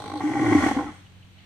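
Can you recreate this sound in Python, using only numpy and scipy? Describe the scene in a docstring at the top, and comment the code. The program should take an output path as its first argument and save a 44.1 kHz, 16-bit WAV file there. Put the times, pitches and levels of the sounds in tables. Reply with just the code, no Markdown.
"""On a lawn, a few metres away, a bull gives one low, rough bellow.
Slack vocal folds open it with a slow creak; their slaps then ring the resonances of the throat
(source and filter), swelling to a hoarse growl over a sinking chest tone and breaking into surges.
Trees return a faint echo. Far off an engine hums and a small bird chips."""
import sys
import numpy as np
from scipy import signal
from scipy.fft import rfft, irfft
from scipy.io import wavfile
from scipy.ndimage import uniform_filter1d, map_coordinates

SR = 44100
rng = np.random.default_rng(int(sys.argv[2]) if len(sys.argv) > 2 else 0)


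def unload_audio(sound):
    """Save the sound as a 16-bit wav file, at the path given as the first command line argument."""
    columns = np.transpose(np.atleast_2d(sound))
    # keep every value between -1 and 1, then stretch to whole-number steps
    steps = np.round(np.clip(columns, -1, 1) * 32767)
    wavfile.write(sys.argv[1], SR, steps.astype(np.int16))


N = 63945
T = np.arange(N) / SR

# effort of the growl: (time [s], level [dB])
EFFORT = [(0, -44), (.12, -36), (.19, -50), (.215, -34), (.33, -31.5), (.45, -26.5), (.58, -28.5),
          (.68, -28), (.745, -36.5), (.8, -30.5), (.85, -35.5), (.895, -41.5), (.925, -48.5), (1.05, -79)]
# surges of the throat: (time [s], length [s], boom start [Hz], boom end [Hz], boom [dB], rasp [dB])
SURGES = [(0.115, 0.0098, 343, 295, -39, -56), (0.13, 0.015, 305, 286, -31, -43),
          (0.15, 0.022, 314, 296.4, -27.5, -40), (.204, 0.0066, 328, 308, -28, -26.5),
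          (0.221, 0.011, 282, 326, -31, -43), (0.236, 0.039, 286, 305, -19.5, -41.5),
          (0.304, 0.016, 283, 297, -24.5, -40.5), (.348, 0.0083, 317, 298, -21, -37),
          (0.364, 0.015, 287.5, 297, -20, -29.5), (.396, 0.0065, 312, 305, -16.5, -37),
          (0.415, 0.019, 281, 333.4, -17.5, -33.5), (0.459, .012, 337, 322.6, -20.5, -25),
          (0.482, 0.014, 316, 299, -16.5, -31), (.512, 0.0076, 312, 323, -14.5, -37),
          (0.52, .012, 307, 298, -12, -22), (0.549, 0.01, 291, 293, -6.5, -26.5),
          (.58, 0.013, 297, 304, -19.5, -24), (0.619, 0.0099, 324, 270, -23, -28.5),
          (0.634, 0.0089, 271, 281, -13.5, -22), (.661, 0.0059, 306, 285, -12, -18.5),
          (0.682, 0.0089, 312, 293, -30, -19.5), (0.71, 0.0083, 313, 277, -18, -21),
          (0.764, .012, 278.2, 263, -16, -29.5), (.786, 0.012, 303, 309, -30.5, -25.5),
          (0.806, 0.016, 299, 274, -31, -34.5), (0.864, 0.011, 304, 294, -31.5, -38.5),
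          (.887, 0.008, 287, 298, -33, -44)]
ATTACK_S, RING_SHARE = 0.004, 0.84   # a boom's release time is this share of its length


def from_db(db):
    """Decibels to amplitude ratio."""
    return 10 ** (np.asarray(db) / 20)


def rms_one(x):
    """Normalisation to unit power."""
    return x / np.sqrt(np.mean(x ** 2) + 1e-20)


def evened(x, size):
    """Normalisation of the short-term power, smoothed over `size` samples."""
    return x / np.sqrt(uniform_filter1d(uniform_filter1d(x * x, size), size) + 1e-12)


def in_time(rows):
    """Linear interpolation of each column over time."""
    times, *columns = np.transpose(rows)
    return [np.interp(T, times, column) for column in columns]


def at_hz(points):
    """Interpolation over log frequency, at the bins of a double-length transform."""
    hz, value = np.transpose(points)
    return np.interp(np.log(np.arange(N + 1) * SR / (2 * N) + 1), np.log(hz), value)


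def shaped(x, gain):
    """Filtering as multiplication of the spectrum."""
    return irfft(rfft(x, 2 * N) * gain)[..., :N]


def drift(hz):
    """Random fluctuation: low-passed noise of unit power."""
    r = np.exp(-2 * np.pi * hz / SR)
    return rms_one(signal.lfilter([1], [1, -2 * r, r * r], rng.standard_normal(2 * N))[N:])


def noise(spectrum):
    """Partial coherence: coloured stereo noise, alike in the bass and unrelated in the treble."""
    # likeness of left and right: (frequency [Hz], correlation [0-1])
    likeness = [(100, 0.43), (700, 0.54), (2000, 0.054), (6000, 0.045)]
    mid, side = rng.standard_normal((2, N))
    alike, gain = at_hz(likeness), from_db(at_hz(spectrum))
    mid = shaped(mid, gain * np.sqrt(1 + alike))
    side = shaped(side, gain * np.sqrt(1 - alike))
    return rms_one(np.array([mid + side, mid - side]))


def resonate(x, hz, width):
    """A damped second-order resonator with unit peak gain."""
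    r = np.exp(-np.pi * width / SR)
    poles = [1, -2 * r * np.cos(2 * np.pi * hz / SR), r * r]
    return signal.lfilter([(1 - r * r) / 2, 0, (r * r - 1) / 2], poles, x)


def modal_response(x, modes):
    """Superposition of steep-sided resonances: the lowest, and the sum of the rest."""
    rings = [(-1) ** k * from_db(db) * resonate(resonate(x, hz, width), hz, 1.93 * width)
             for k, (hz, width, db) in enumerate(modes)]
    return np.array([rings[0], sum(rings[1:])])


def envelope(start, length, release_s):
    """Linear attack, hold and exponential decay."""
    return np.clip((T - start) / ATTACK_S, 0, 1) * np.exp(-np.maximum(T - start - length, 0) / release_s)


def creak():
    """Relaxation oscillation: slack folds pass puffs that turn uneven and merge with hoarseness."""
    # from clean creak to steady rasp: (time [s], hoarseness [0-1])
    hoarseness = [(0, 0.37), (.15, 0.33), (.23, 0.87), (.6, .88), (.9, 0.83)]
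    puff_hz, jitter, start_s, decay_s = 51.5, .13, .001, .005
    hoarse = in_time(hoarseness)[0]
    cycles = np.cumsum(puff_hz * (1 + jitter * hoarse ** 3 * drift(15))) / SR - start_s * puff_hz
    puffs = rms_one(np.exp(-(cycles % 1) / puff_hz / decay_s))
    flow = np.sqrt(hoarse ** 2 + (1 - hoarse ** 2) * puffs ** 2)
    closures = np.diff(np.floor(cycles), prepend=-1)
    return flow, closures


def croak(closures):
    """Impulse response: while the mouth is shut, each closure of the folds rings the nose."""
    # opening croak: (time [s], level [dB])
    levels = [(0, -39), (.06, -43), (.12, -37.5), (.16, -48), (.19, -46.5), (.25, -91)]
    # nasal resonances: (frequency [Hz], bandwidth [Hz], gain [dB])
    nose_modes = [(460, 250, -12), (830, 34, 2.5), (1055, 75, -3.5), (1426, 160, -16), (1890, 100, -25)]
    return from_db(in_time(levels)[0]) * rms_one(modal_response(closures, nose_modes).sum(axis=0))


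def crackle(pulsing):
    """Amplitude modulation of noise: a dry crackle with the puffs, and one wet click of the mouth."""
    # crackle of the creak: (time [s], level [dB])
    levels = [(0, -45.5), (.15, -46.5), (.2, -46.5), (.26, -89)]
    # its spectrum: (frequency [Hz], density [dB])
    spectrum = [(300, -32), (450, 7.5), (620, 13.5), (750, -13), (2600, -14), (3050, -2.5), (4100, 6.5),
                (4800, -4), (5100, -47), (5600, -1), (7000, -32), (8300, -6), (9400, -13), (10000, -26),
                (15000, -24)]
    click = from_db(-44) * envelope(start=.170, length=ATTACK_S, release_s=.003)
    return (from_db(in_time(levels)[0]) * pulsing + click) * noise(spectrum)


def throat(x):
    """Formant filter: the resonances sink as the throat lengthens and broaden as it slackens."""
    # resonances of throat and mouth: (frequency [Hz], bandwidth [Hz], gain [dB])
    tense_modes = [(289.5, 34.3, 7.5), (583, 390, -17), (800.8, 53, 5.5), (1051, 61, -8), (1142.4, 45, -7),
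                   (1353, 61, -13.5), (1491, 59, -6.5), (1892, 159, -3.5), (2106, 130, -11.5),
                   (2257, 37, -6)]
    # changing length of the throat: (time [s], frequency factor [ratio])
    tuning = [(0, 1.017), (.2, 1.028), (.45, 1.005), (.6, 0.9875), (.9, 1.011)]
    # slackening of the throat: (time [s], share [0-1])
    slackness = [(.68, 0.27), (.79, 0.97)]
    # weight of the lowest resonance: (time [s], gain [dB])
    depth = [(0, 0), (.15, -1), (.4, 1), (.6, -1), (.72, 3.5), (.9, 0)]
    # brightness above the mouth corner: (time [s], gain [dB])
    brightness = [(0, -13), (.18, -9), (.21, -5.5), (.5, -3), (.65, -1.5), (.78, -15.5), (.9, -9.5)]
    slack_widening, mouth_corner_hz = 1.38, 1424
    slack_modes = [(hz, width * slack_widening, db) for hz, width, db in tense_modes]
    slack = in_time(slackness)[0]
    # filtering on a warped clock shifts all resonances together
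    clock = np.cumsum(in_time(tuning)[0])
    steps = np.arange(int(clock[-1]) + 2)
    rings = modal_response(np.interp(steps, clock, x * (1 - slack)), tense_modes)
    rings += modal_response(np.interp(steps, clock, x * slack), slack_modes)
    low, rest = (map_coordinates(ring, [clock], order=3) for ring in rings)
    upper = signal.sosfiltfilt(signal.butter(4, mouth_corner_hz, "high", fs=SR, output="sos"), rest)
    return low * from_db(in_time(depth)[0]) + rest + upper * (from_db(in_time(brightness)[0]) - 1)


def growl(flow):
    """Source and filter: uneven slaps of the folds and turbulent air ring the throat in puffs."""
    slaps_per_s, air_db, lag_s, pulsing_power = 700, -9, .002, .6
    hits = rng.random(N) < slaps_per_s / SR
    slaps = rms_one(hits * rng.uniform(0.52, 1, N) * rng.choice([-1, 1], N))
    source = slaps + from_db(air_db) * rng.standard_normal(N)
    steady = evened(throat(flow * source), size=700) * from_db(in_time(EFFORT)[0])
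    smooth_flow = np.sqrt(uniform_filter1d(flow ** 2, size=260))
    return steady * np.roll(smooth_flow, int(lag_s * SR)) ** pulsing_power


def chest_rumble():
    """Low-band noise from the chest follows the effort of the growl."""
    # chest spectrum: (frequency [Hz], density [dB])
    spectrum = [(20, -39), (50, -21), (110, 6.5), (200, -5.5), (400, -1), (700, -31), (2000, -75)]
    return from_db(in_time(EFFORT)[0] - 9.5) * noise(spectrum)


def muzzle_hiss(pulsing):
    """Turbulence: air hisses at the muzzle, modulated by the puffs."""
    # breath: (time [s], level [dB])
    levels = [(0, -48), (.19, -51.5), (.23, -43.5), (.35, -43), (.55, -36), (.68, -33), (.75, -41.5),
              (.9, -52), (1.05, -60), (1.15, -63.5)]
    # its spectrum: (frequency [Hz], density [dB])
    spectrum = [(1800, 5.5), (2550, 1.5), (2780, -1.5), (3350, 5), (3720, -8), (4150, -2.5), (5000, -7),
                (5900, -0.5), (7400, -6.5), (8700, -6.5), (10000, -15.5), (14500, -23.5), (16000, -35)]
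    return from_db(in_time(levels)[0]) * pulsing * noise(spectrum)


def engine():
    """Near-harmonic partials of a far engine waver together and fade as it recedes."""
    # partials: (frequency [Hz], initial level [dB])
    partials = [(48, -77), (95, -48.5), (143, -58), (188, -54.5)]
    waver, fade_db_per_s = 0.018, 5
    clock = np.cumsum(1 + waver * drift(6)) / SR
    hum = sum(from_db(db) * np.sin(2 * np.pi * (hz * clock + rng.random())) for hz, db in partials)
    return np.sqrt(2) * hum * from_db(-fade_db_per_s * T)


def outdoor_air():
    """Stationary ambient noise, strongest in the bass."""
    # background spectrum: (frequency [Hz], density [dB])
    spectrum = [(15, -19), (28, -14), (64, -11), (100, -2.5), (200, -15), (280, -16.5), (400, -26),
                (1280, -33.5), (3000, -25), (4300, -30), (5200, -42), (9000, -51.5), (15000, -46)]
    return from_db(-53.5) * noise(spectrum)


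def wheezes():
    """Frequency modulation: clear tones glide and waver as they swell and fade; one holds a steady ring near
    820 Hz through the opening."""
    # tones: (time [s], length [s], start [Hz], end [Hz], level [dB])
    glides = [(0.027, 0.072, 410, 480, -42.5), (0.08, 0.12, 826, 820, -36.5),
              (0.191, 0.056, 730, 798, -33.5), (.15, 0.075, 556, 432, -42), (0.729, 0.13, 520, 488, -37.5),
              (0.513, 0.12, 990, 1200, -34), (0.855, 0.052, 1400, 1155, -43)]
    waver, out = 0.0077, 0
    for start, length, start_hz, end_hz, db in glides:
        along = np.clip((T - start) / length, 0, 1)
        hz = (start_hz + (end_hz - start_hz) * along) * (1 + waver * drift(57))
        out += from_db(db) * np.sin(np.pi * along) * np.sin(2 * np.pi * np.cumsum(hz) / SR)
    return out


def rasps():
    """Transient excitation: a snap of the folds and a burst of air open each surge in the throat."""
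    snap_db, snap_lag_s, air_db = 33.5, 0.001458, -2
    bursts, snaps = 0, np.zeros(N)
    for start, length, *_, rasp_db in SURGES:
        bursts += from_db(rasp_db) * envelope(start, length, release_s=0.0035)
        snaps[int((start + snap_lag_s) * SR)] = from_db(rasp_db + snap_db)
    high_pass = signal.butter(2, 500, "high", fs=SR, output="sos")
    snap = signal.sosfilt(high_pass, throat(snaps))
    air = signal.sosfilt(high_pass, throat(rng.standard_normal(N)))
    return snap + from_db(air_db) * bursts * evened(air, size=200)


def booms():
    """Driven resonance: each surge gives the lowest mode a short gliding ring, choked by the next."""
    wander, out = 1 + 0.011 * drift(42), 0
    next_starts = [row[0] for row in SURGES[1:]] + [T[-1]]
    for (start, length, start_hz, end_hz, db, _), next_start in zip(SURGES, next_starts):
        hz = np.interp(T, [start, start + length + ATTACK_S], [start_hz, end_hz])
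        phase = 2 * np.pi * np.cumsum(hz * wander * (T > start)) / SR
        choke = np.clip(1 - (T - next_start) / ATTACK_S, 0, 1)
        out += from_db(db) * choke * envelope(start, length, RING_SHARE * length) * np.sin(phase)
    return out


def chest_tone():
    """Harmonic series: the folds hold a sinking pitch whose overtones flutter and yield to surges."""
    # fundamental: (time [s], pitch [Hz], level [dB])
    contour = [(0.219, 149.4, -54), (0.353, 129.5, -42.5), (0.429, 116.4, -35.5), (0.488, 111.3, -29.5),
               (0.533, 103.9, -30.5), (0.585, 92.13, -30.5), (0.631, 79.15, -41.5), (.92, 63.5, -53.5)]
    # harmonics 2 to 7: (level relative to the fundamental [dB])
    overtones_db = [-7, 3, -3, -15, -30, -10.5]
    jitter, flutter_db, give_way = 0.02, 4.5, 0.99
    hz, db = in_time(contour)
    start, end = contour[0][0], contour[-1][0]
    phase = 2 * np.pi * np.cumsum(hz * (1 + jitter * drift(42))) / SR
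    level = np.sqrt(2) * from_db(db) * envelope(start, end - start, release_s=0.0025)
    overtones = sum(from_db(mean_db + flutter_db * drift(28)) * np.sin(k * phase)
                    for k, mean_db in enumerate(overtones_db, start=2))
    surging = sum(envelope(onset, length, RING_SHARE * length) for onset, length, *_ in SURGES)
    return level * (np.sin(phase) + overtones * np.clip(1 - give_way * surging, 0, 1))


def bird_tsip():
    """Narrow-band noise under a Gaussian envelope: one thin, high bird note."""
    peak_s, width_s, hz, width_hz = .96, 0.033, 8220, 270
    whistle = rms_one(resonate(resonate(rng.standard_normal(N), hz, width_hz), hz, width_hz))
    return from_db(-65) * np.exp(-((T - peak_s) / width_s) ** 2) * whistle


def bird_chips():
    """Frequency sweeps: each chip of a small bird is a rough tone that arches up and down."""
    # chips: (time [s], level [dB])
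    chips = [(1.066, -54.5), (1.231, -54), (1.389, -53)]
    top_hz, bend_hz, rough_hz, width_s = 3070, 324, 169, 0.00676
    out = 0
    for peak_s, db in chips:
        arch = np.minimum(((T - peak_s) / width_s) ** 2, 10)
        hz = top_hz - bend_hz * arch + rough_hz * drift(550)
        out += from_db(db) * np.exp(-arch) * np.sin(2 * np.pi * np.cumsum(hz) / SR)
    return out


def rustle():
    """Broadband noise swells into a faint rustle at the end."""
    # rustle: (time [s], level [dB])
    levels = [(1.3, -81), (1.39, -57.5), (1.45, -59)]
    # its spectrum: (frequency [Hz], density [dB])
    spectrum = [(400, -12), (750, 11), (1200, -5), (2100, 11.5), (4200, 5.5), (5500, -11), (15000, -39)]
    return from_db(in_time(levels)[0]) * noise(spectrum)


def tree_echoes(x):
    """Scattering: the trees return a faint, exponentially decaying tail."""
    # colour of the echoes: (frequency [Hz], gain [dB])
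    colour = [(300, -12), (800, -5.5), (2000, 9), (4000, 12.5), (8000, -18)]
    t60_s, delay_s = 0.67, 0.011
    tail = rng.standard_normal((2, N)) * from_db(-60 * T / t60_s) * (T > delay_s)
    response = rfft(rms_one(tail) / np.sqrt(N), 2 * N) * from_db(at_hz(colour))
    return from_db(-17) * shaped(x, response)


def microphone_ports(x):
    """Phase and level differences: two ports receive the same sound unequally."""
    # phase difference: (frequency [Hz], lead of the left [rad])
    lead = [(60, -0.69), (170, -0.28), (420, -0.28), (600, 0.17), (1250, 0.037), (1550, -1.35),
            (1650, 2.28), (2100, 0.87), (2500, -2.08)]
    # level difference: (frequency [Hz], left minus right [dB])
    balance = [(60, 4), (330, 0.7), (900, 0), (1150, -8.5), (1320, 10.5), (1630, -11.5), (1800, -0.5),
               (2050, 5), (3200, 2), (4200, -1), (7200, -3.5), (8100, 10.5), (9200, 7.5), (10000, 1.5)]
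    half = from_db(at_hz(balance) / 2) * np.exp(.5j * at_hz(lead))
    return shaped(x, np.array([half, 1 / half]))


def scene():
    """Superposition of the bull, its echoes and the quiet garden."""
    flow, closures = creak()
    pulsing = flow ** 0.53   # breath noise follows the puffs only in part
    bellow = croak(closures) + growl(flow) + rasps() + booms() + chest_tone() + wheezes()
    bellow = bellow + muzzle_hiss(pulsing)
    crackling = crackle(pulsing)
    rumble = chest_rumble()
    direct = microphone_ports(bellow + crackling + bird_tsip())
    return direct + rumble + tree_echoes(bellow) + engine() + bird_chips() + outdoor_air() + rustle()


def record(dry):
    """Band limiting: a steep low-pass removes the highest treble."""
    stop_db, stop_hz = 60, 15900
    return signal.sosfilt(signal.cheby2(14, stop_db, stop_hz, fs=SR, output="sos"), dry)


dry = scene()
out = record(dry)
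unload_audio(out)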